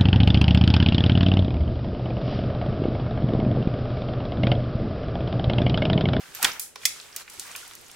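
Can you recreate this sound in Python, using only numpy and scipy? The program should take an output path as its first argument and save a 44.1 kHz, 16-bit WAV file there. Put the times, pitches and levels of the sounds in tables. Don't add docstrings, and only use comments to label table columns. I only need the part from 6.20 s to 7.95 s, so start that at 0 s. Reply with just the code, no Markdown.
import sys
import numpy as np
from scipy import signal
from scipy.io import wavfile
from scipy.ndimage import uniform_filter1d

SR = 44100
rng = np.random.default_rng(int(sys.argv[2]) if len(sys.argv) > 2 else 0)


def generate_wav(sig):
    pcm = np.round(np.clip(np.atleast_2d(sig).T, -1, 1) * 32767).astype(np.int16)
    wavfile.write(sys.argv[1], SR, pcm)


def nominal_scale(level):
    x = np.asarray(level, float) / 20
    return 10 ** x


N = 77175


def evened(x):
    return x / np.sqrt(np.mean(x ** 2) + 1e-20)


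def read(points, hz):
    f, value = np.transpose(points)
    return np.interp(np.log(hz + 1), np.log(f + 1), value)


def causal(db):
    log_gain = np.log(nominal_scale(np.maximum(db, -100)))
    full = np.concatenate([log_gain, log_gain[-2:0:-1]])
    return np.fft.ifft(np.exp(np.conj(signal.hilbert(full)))).real[:len(db)]


def coloured(x, points):
    taps = causal(read(points, np.linspace(0, SR / 2, 1025)))
    return signal.oaconvolve(x, taps[None], axes=1)[:, :N]


def hum():
    # pitch_hz, level_db (per Hz)
    hum_colour = [(12, -23), (20, -7), (128, -7.5), (218, -12), (440, -8), (1740, -21), (8890, -29),
                  (15200, -74), (16500, -44)]
    # pitch_hz, likeness (0 to 1)
    ear_likeness = [(60, 0.15), (180, 0.033), (550, 0.12), (1650, 0.15), (4970, 0.44), (15000, .5)]
    level_db, patch_db = -57.5, 2
    frames, hz = N // 256 + 5, np.fft.rfftfreq(1024, 1 / SR)
    a, b, c, d, patches = rng.standard_normal((frames, 513, 5)).T
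    patches = uniform_filter1d(patches, size=8, axis=0)
    patches = evened(uniform_filter1d(patches, size=14, axis=1))
    same = np.clip(read(ear_likeness, hz), -1, 1)[:, None]
    left = a + 1j * b
    right = same * left + np.sqrt(1 - same ** 2) * (c + 1j * d)
    spectrum = np.array([left, right]) * nominal_scale(read(hum_colour, hz)[:, None] + patch_db * patches)
    noise = signal.istft(spectrum, nperseg=1024, noverlap=768)[1][:, :N]
    return nominal_scale(level_db) * evened(noise)


def crackle(points, per_s, spread_db, smooth_db, grain_s):
    size = nominal_scale(spread_db * np.minimum(rng.exponential(1, N), 3)) * (rng.random(N) < per_s / SR)
    t = np.arange(600) / SR
    kind, grains = rng.integers(0, 24, N), np.zeros((2, N))
    for i, hz in enumerate(np.geomspace(points[1][0], points[-2][0], 24)):
        grain = np.sin(2 * np.pi * hz * t) * t * np.exp(-t / grain_s)
        ear_gain = nominal_scale(rng.uniform(0.65, 1.1, (2, 1)))
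        grains += ear_gain * signal.oaconvolve(size * (kind == i), grain)[:N]
    both, own = rng.standard_normal(N), rng.standard_normal((2, N))
    hiss = 1.06 * both + 1.9 * own
    return evened(coloured(evened(grains) + nominal_scale(smooth_db) * hiss, points))


def slime():
    # start_s, level_db, squelch_db (share of wet squelch)
    effort = [(0, -49, 4.5), (0.132, -50, 1.5), (.17, -41, 1), (0.206, -45, 1.5), (0.23, -33, 11.5),
              (0.301, -47, 15), (.54, -68.5, 6.5), (0.634, -44, -2), (.78, -44.5, -3.5), (0.918, -53, 4.5),
              (1.018, -43, -1.5), (1.04, -60, 7), (1.09, -55, 5.5), (1.127, -46.5, -3.5), (1.3, -46, 5),
              (1.43, -45, -1), (1.56, -50.5, -1), (1.75, -51, 0)]
    # pitch_hz, level_db (per Hz)
    fizz_colour = [(880, -20.5), (1500, -15), (3250, -7.5), (8510, -8), (14600, -21), (16000, -44),
                   (16500, -55)]
    # pitch_hz, level_db (per Hz)
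    squelch_colour = [(300, -11), (800, -3.5), (1050, -5), (1380, 0), (1800, -2), (2350, -2), (3200, -6.5),
                      (7000, -14)]
    s, db, wet_db = np.transpose(effort)
    t = np.arange(N) / SR
    lumps = uniform_filter1d(rng.standard_normal(N), size=900)
    lumps = evened(uniform_filter1d(lumps, size=900))
    fizz = crackle(fizz_colour, per_s=350, spread_db=4.5, smooth_db=2.5, grain_s=.0001)
    squelch = crackle(squelch_colour, per_s=500, spread_db=2.8, smooth_db=4, grain_s=.0009) * nominal_scale(-4)
    wet = squelch * nominal_scale(np.interp(t, s, wet_db) + 1.14 * lumps)
    return nominal_scale(np.interp(t, s, db)) * (nominal_scale(-1.5) * fizz + wet)


def bursts(table, skirt_db):
    steep_db, low_steep, click_share = -9.5, 0.7, 0.31
    out, hz, t = np.zeros((3, N + 4096)), np.linspace(1, SR / 2, 1025), np.arange(1024) / SR
    air = rng.standard_normal((len(table), 1024))
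    for (s, db, cavity_hz, breadth, tear_ms, wall_db), puff in zip(table, air):
        away = np.log2(hz / cavity_hz) / max(breadth, 1 / 8)
        peak = nominal_scale(steep_db * (away * np.where(away < 0, low_steep, 1)) ** 2)
        skirt = nominal_scale(skirt_db) * np.minimum(hz / cavity_hz, (cavity_hz / hz) ** 0.22)
        cavity = causal(20 * np.log10(peak + skirt))
        drive = puff * np.exp(-t * 1000 / max(tear_ms, .05))
        drive[0] -= click_share * np.linalg.norm(drive)
        sound = signal.fftconvolve(drive, cavity)
        gain, at = nominal_scale(db) / abs(sound).max(), round(s * SR)
        out[0, at:at + len(sound)] += gain * sound
        share = nominal_scale(np.array([[0], [wall_db]]))
        out[1:, at:at + len(cavity)] += gain * share * np.linalg.norm(drive) * cavity
    return out[:, :N]


def pops():
    # start_s, peak_db, pitch_hz, breadth_octaves
    small_bursts = [(0.036, -41, 1900, .3), (0.189, -42, 835, 0.33), (.199, -36.5, 817, 0.14),
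                    (.220, -40, 6050, 0.33), (0.2275, -32, 870, 0.2), (0.3166, -24.5, 5930, 0.21),
                    (0.333, -32.5, 10700, 0.43), (.616, -42.5, 3020, 0.2), (.634, -33, 2180, .3),
                    (0.655, -20.5, 2270, 0.25), (0.762, -38, 1510, .5), (0.8, -27.5, 3620, 0.48),
                    (0.813, -31, 7000, 0.49), (.927, -40, 5300, 0.24), (.983, -35, 4600, 0.21),
                    (1.007, -40, 7000, .3), (1.0789, -33.5, 2120, 0.68), (1.185, -46, 375, 0.52),
                    (1.1925, -36, 7900, 0.4), (1.278, -35, 1600, 1), (1.310, -44, 2400, 0.12),
                    (1.315, -32, 7800, 0.43), (1.3515, -26, 2880, 0.24), (1.354, -33.5, 1440, 0.38),
                    (1.422, -35, 7400, 0.7), (1.433, -52, 1490, 0.2), (1.465, -51, 786, 0.13),
                    (1.612, -40, 12040, .4), (1.672, -45, 6750, 0.37), (1.698, -39, 3300, 0.42),
                    (.1490, -22.5, 13300, 0.1), (.1520, -27.5, 12900, 0.13), (0.227, -15.5, 13100, .12),
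             (0.3969, -26.5, 3330, 0.84), (0.5580, -43.5, 493, 0.33), (0.653, -44, 510, 0.46),
             (0.6547, -34.5, 1260, 0.39), (0.660, -17, 6700, 0.18), (0.965, -34, 2580, 0.36),
             (1.732, -45, 8000, 0.36), (1.1990, -37.5, 4330, 0.57), (1.1337, -40, 10200, 0.47),
             (1.1403, -35, 11200, 0.19), (1.535, -35, 7000, 0.62), (1.647, -59, 8900, 0.66),
             (1.683, -41.5, 9900, 0.61)]
    tear_ms, wall_db = 0.8, -1.5
    return bursts([(*row, tear_ms, wall_db) for row in small_bursts], skirt_db=-32)


def snaps():
    # start_s, peak_db, pitch_hz, tear_ms, wall_db (share thrown to the walls)
    pockets = [(.1492, -28.5, 5660, 5.1, 6), (0.1475, -43, 9000, 0.57, -2), (0.228, -9, 8400, 1.8, -3),
               (.2290, -15.5, 4500, 5.1, 10.5), (0.2453, -5, 5840, 4, -13), (0.2472, -15.5, 3580, 2.6, 0.5),
               (0.2507, -3.5, 2540, 0.7, -1), (0.262, -20, 9000, .6, -29), (0.3958, -15, 10200, 2.1, 10),
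               (0.5575, -27.5, 4000, 1.8, 2.5), (0.5599, -33, 1210, 1, -7), (0.6533, -7, 5500, 1, 2),
               (0.6546, -7, 7800, 5.6, -3), (.9632, -9.5, 13200, 0.077, -5.5), (0.963, -29, 5050, 13, 5),
               (1.098, -35, 7700, 5.2, 8), (1.1966, -14, 7060, 0.22, 5), (1.2778, -28.5, 8300, 0.25, -13),
               (1.3615, -22, 7900, 1.6, 5.5), (1.414, -34.5, 2630, 1.1, -6), (1.478, -29, 10000, 1, 5),
               (1.511, -34, 2280, 0.88, 2.5), (1.5528, -23.5, 9400, 0.33, -25),
               (1.7147, -30.5, 7240, 0.86, -6)]
    breadth = 1
    return bursts([(s, db, hz, breadth, ms, wall) for s, db, hz, ms, wall in pockets], skirt_db=-20)


def rings():
    # start_s, peak_db, pitch_hz, t60_ms, glide_octaves (per 10 ms)
    hollows = [(.2305, -22, 4100, 12, 0), (.2335, -26, 1650, 20, 0), (.2451, -10, 1750, 6, 0),
               (.2458, -10, 5100, 5, 0), (.2477, -4, 3400, 10, -.4), (.2490, -10, 2400, 8, -.6),
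               (.2505, -5, 1800, 5, -.8), (.2528, -20, 900, 16, 0), (.2552, -17, 1800, 9, 0),
               (.2590, -25, 1700, 20, 0), (.3965, -19, 9300, 8, 0), (.3972, -18, 7300, 6, 0),
               (.5572, -31, 5300, 12, 0), (.5573, -39, 1000, 6, 0), (.5592, -37, 3200, 6, 0),
               (.5594, -31, 1050, 8, 0), (.5628, -38, 4400, 5, 0), (.5680, -46, 900, 15, 0),
               (.6534, -5, 5400, 5, 0), (.6550, -14, 13500, 8, 0), (.6536, -18, 3430, 50, 0),
               (.6537, -22, 5168, 40, 0), (.6538, -21, 6020, 35, 0), (.6540, -29, 4600, 70, 0),
               (.6541, -20, 8900, 14, 0), (.6560, -21, 6735, 45, 0), (.6560, -24, 2130, 60, 0),
               (.6560, -28, 2500, 60, 0), (.9631, -11, 13800, 2, 0), (.9640, -27, 9000, 8, 0),
               (1.0110, -45, 1200, 45, 0), (1.0150, -49, 500, 35, 0), (1.0180, -38, 4150, 30, -.03),
               (1.0786, -31, 2300, 3.5, 0), (1.0796, -40, 4150, 8, 0), (1.0830, -42, 2800, 6, 0),
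               (1.1963, -12, 9800, 1.6, 0), (1.2150, -48, 800, 35, 0), (1.2800, -46, 2350, 90, 0),
               (1.4310, -40, 1490, 30, 0)]
    rise_ms, scatter_db, wall_db = .2, -3, -6
    pair, beat = .035, .45
    out, t = np.zeros(N + 4096), np.arange(4096) / SR
    for s, db, hz, t60_ms, glide in hollows:
        turns = np.cumsum(hz * 2 ** (glide * np.minimum(t, .01) * 100)) / SR
        swell = 1 - np.exp(-t * 1000 / rise_ms)
        swell *= 1 - beat + beat * np.cos(2 * np.pi * pair * turns)
        decay = np.exp(-np.log(1000) * 1000 * t / t60_ms)
        out[round(s * SR):][:len(t)] -= nominal_scale(db) * decay * swell * np.sin(2 * np.pi * turns)
    return out[:N] * nominal_scale(np.array([[0], [scatter_db], [wall_db]]))


def thud():
    start_s, level_db, pitch_hz, t60_s, rise_s = 0.235, -37.5, 107, 0.22, 0.0084
    t = np.maximum(np.arange(N) / SR - start_s, 0)
    band = signal.butter(2, [pitch_hz / 2, pitch_hz * 4.4], "band", fs=SR)
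    shake = signal.lfilter(*band, rng.standard_normal((2, N)))
    shake = evened(shake + shake[::-1] * 0.96)
    return nominal_scale(level_db - 60 * t / t60_s) * np.minimum(t / rise_s, 1) * shake


def room(direct, scattered, far):
    # pitch_hz, t60_s
    wall_decay = [(250, 0.32), (700, 0.25), (2000, 0.36), (5000, 0.29), (9000, 0.3), (15000, 0.2)]
    # delay_s, level_db
    bounces = [
        (.0021, -7),
        (.0031, -9.5),
        (.0058, -36),
    ]
    near_s, near_db, wall_db, left_db = .006, -8, -6.5, -0.5
    wall_s, wall_rise_s, early = .015, .007, .55
    taps = np.zeros((2, SR // 2 + 40))
    slots = np.arange(20, SR // 2, 6)
    at = slots + rng.integers(0, 6, (2, len(slots)))
    np.put_along_axis(taps, at, rng.choice([-1., 1.], at.shape), 1)
    t = np.arange(taps.shape[1]) / SR
    near = (taps + 0.32 * taps[::-1]) * np.exp(-t / near_s)
    near = nominal_scale(near_db) * near / np.linalg.norm(near[0])
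    hz, tt, z = signal.stft(taps, SR, nperseg=256)
    fading = z * nominal_scale(-60 * tt / read(wall_decay, hz)[:, None])
    tail = signal.istft(fading, SR, nperseg=256)[1][:, :len(t)]
    tail = tail * (early + (1 - early) * np.clip((t - wall_s) / wall_rise_s, 0, 1))
    tail = nominal_scale(wall_db) * tail / np.linalg.norm(tail[0])
    table = np.zeros((2, 1000))
    for k, (s, db) in enumerate(bounces):
        table[0, round(s * SR)] += nominal_scale(db - 15) * (-1) ** k
        table[1, round(s * SR) + 3 * (k - 1)] += nominal_scale(db) * (-1) ** k
    table[:, 0] += nominal_scale(np.array([left_db, -left_db]))
    paths = [(direct, table), (scattered, near), (far, tail)]
    return sum(signal.fftconvolve(x[None], path, axes=1)[:, :N] for x, path in paths)


def scene():
    direct, scattered, far = snaps() + pops() + rings()
    bed = slime() + thud() + hum()
    return room(direct, scattered, far) + nominal_scale(np.array([[-.6], [.6]])) * bed


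def roll_off(x):
    return signal.sosfilt(signal.butter(12, 16970, fs=SR, output="sos"), x)


def record(dry):
    click_edge_hz, edge_hz, quiet_edge_hz = 16900, 15850, 15350
    quiet_db, click_db = -74, -60
    high, low, lower = (
        signal.oaconvolve(dry, signal.firwin(1023, hz, window=("kaiser", 8), fs=SR)[None], "same")
        for hz in (click_edge_hz, edge_hz, quiet_edge_hz))
    top = ((dry - lower) ** 2).mean(0)
    quick, slow = abs(uniform_filter1d(top, size=128)), abs(uniform_filter1d(top, size=1500))
    clicks = (quick > 3 * slow) & (quick > nominal_scale(2 * click_db))
    sudden = uniform_filter1d(1. * clicks, size=200) > 0
    loud = (10 * np.log10(slow + 1e-20) > quiet_db) | sudden
    mix = lower + uniform_filter1d(1. * loud, size=400) * (low - lower)
    mix = mix + uniform_filter1d(1. * sudden, size=64) * (high - low) / 2
    return roll_off(np.clip(mix, -.98, .98))


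dry = scene()
out = record(dry)
generate_wav(out)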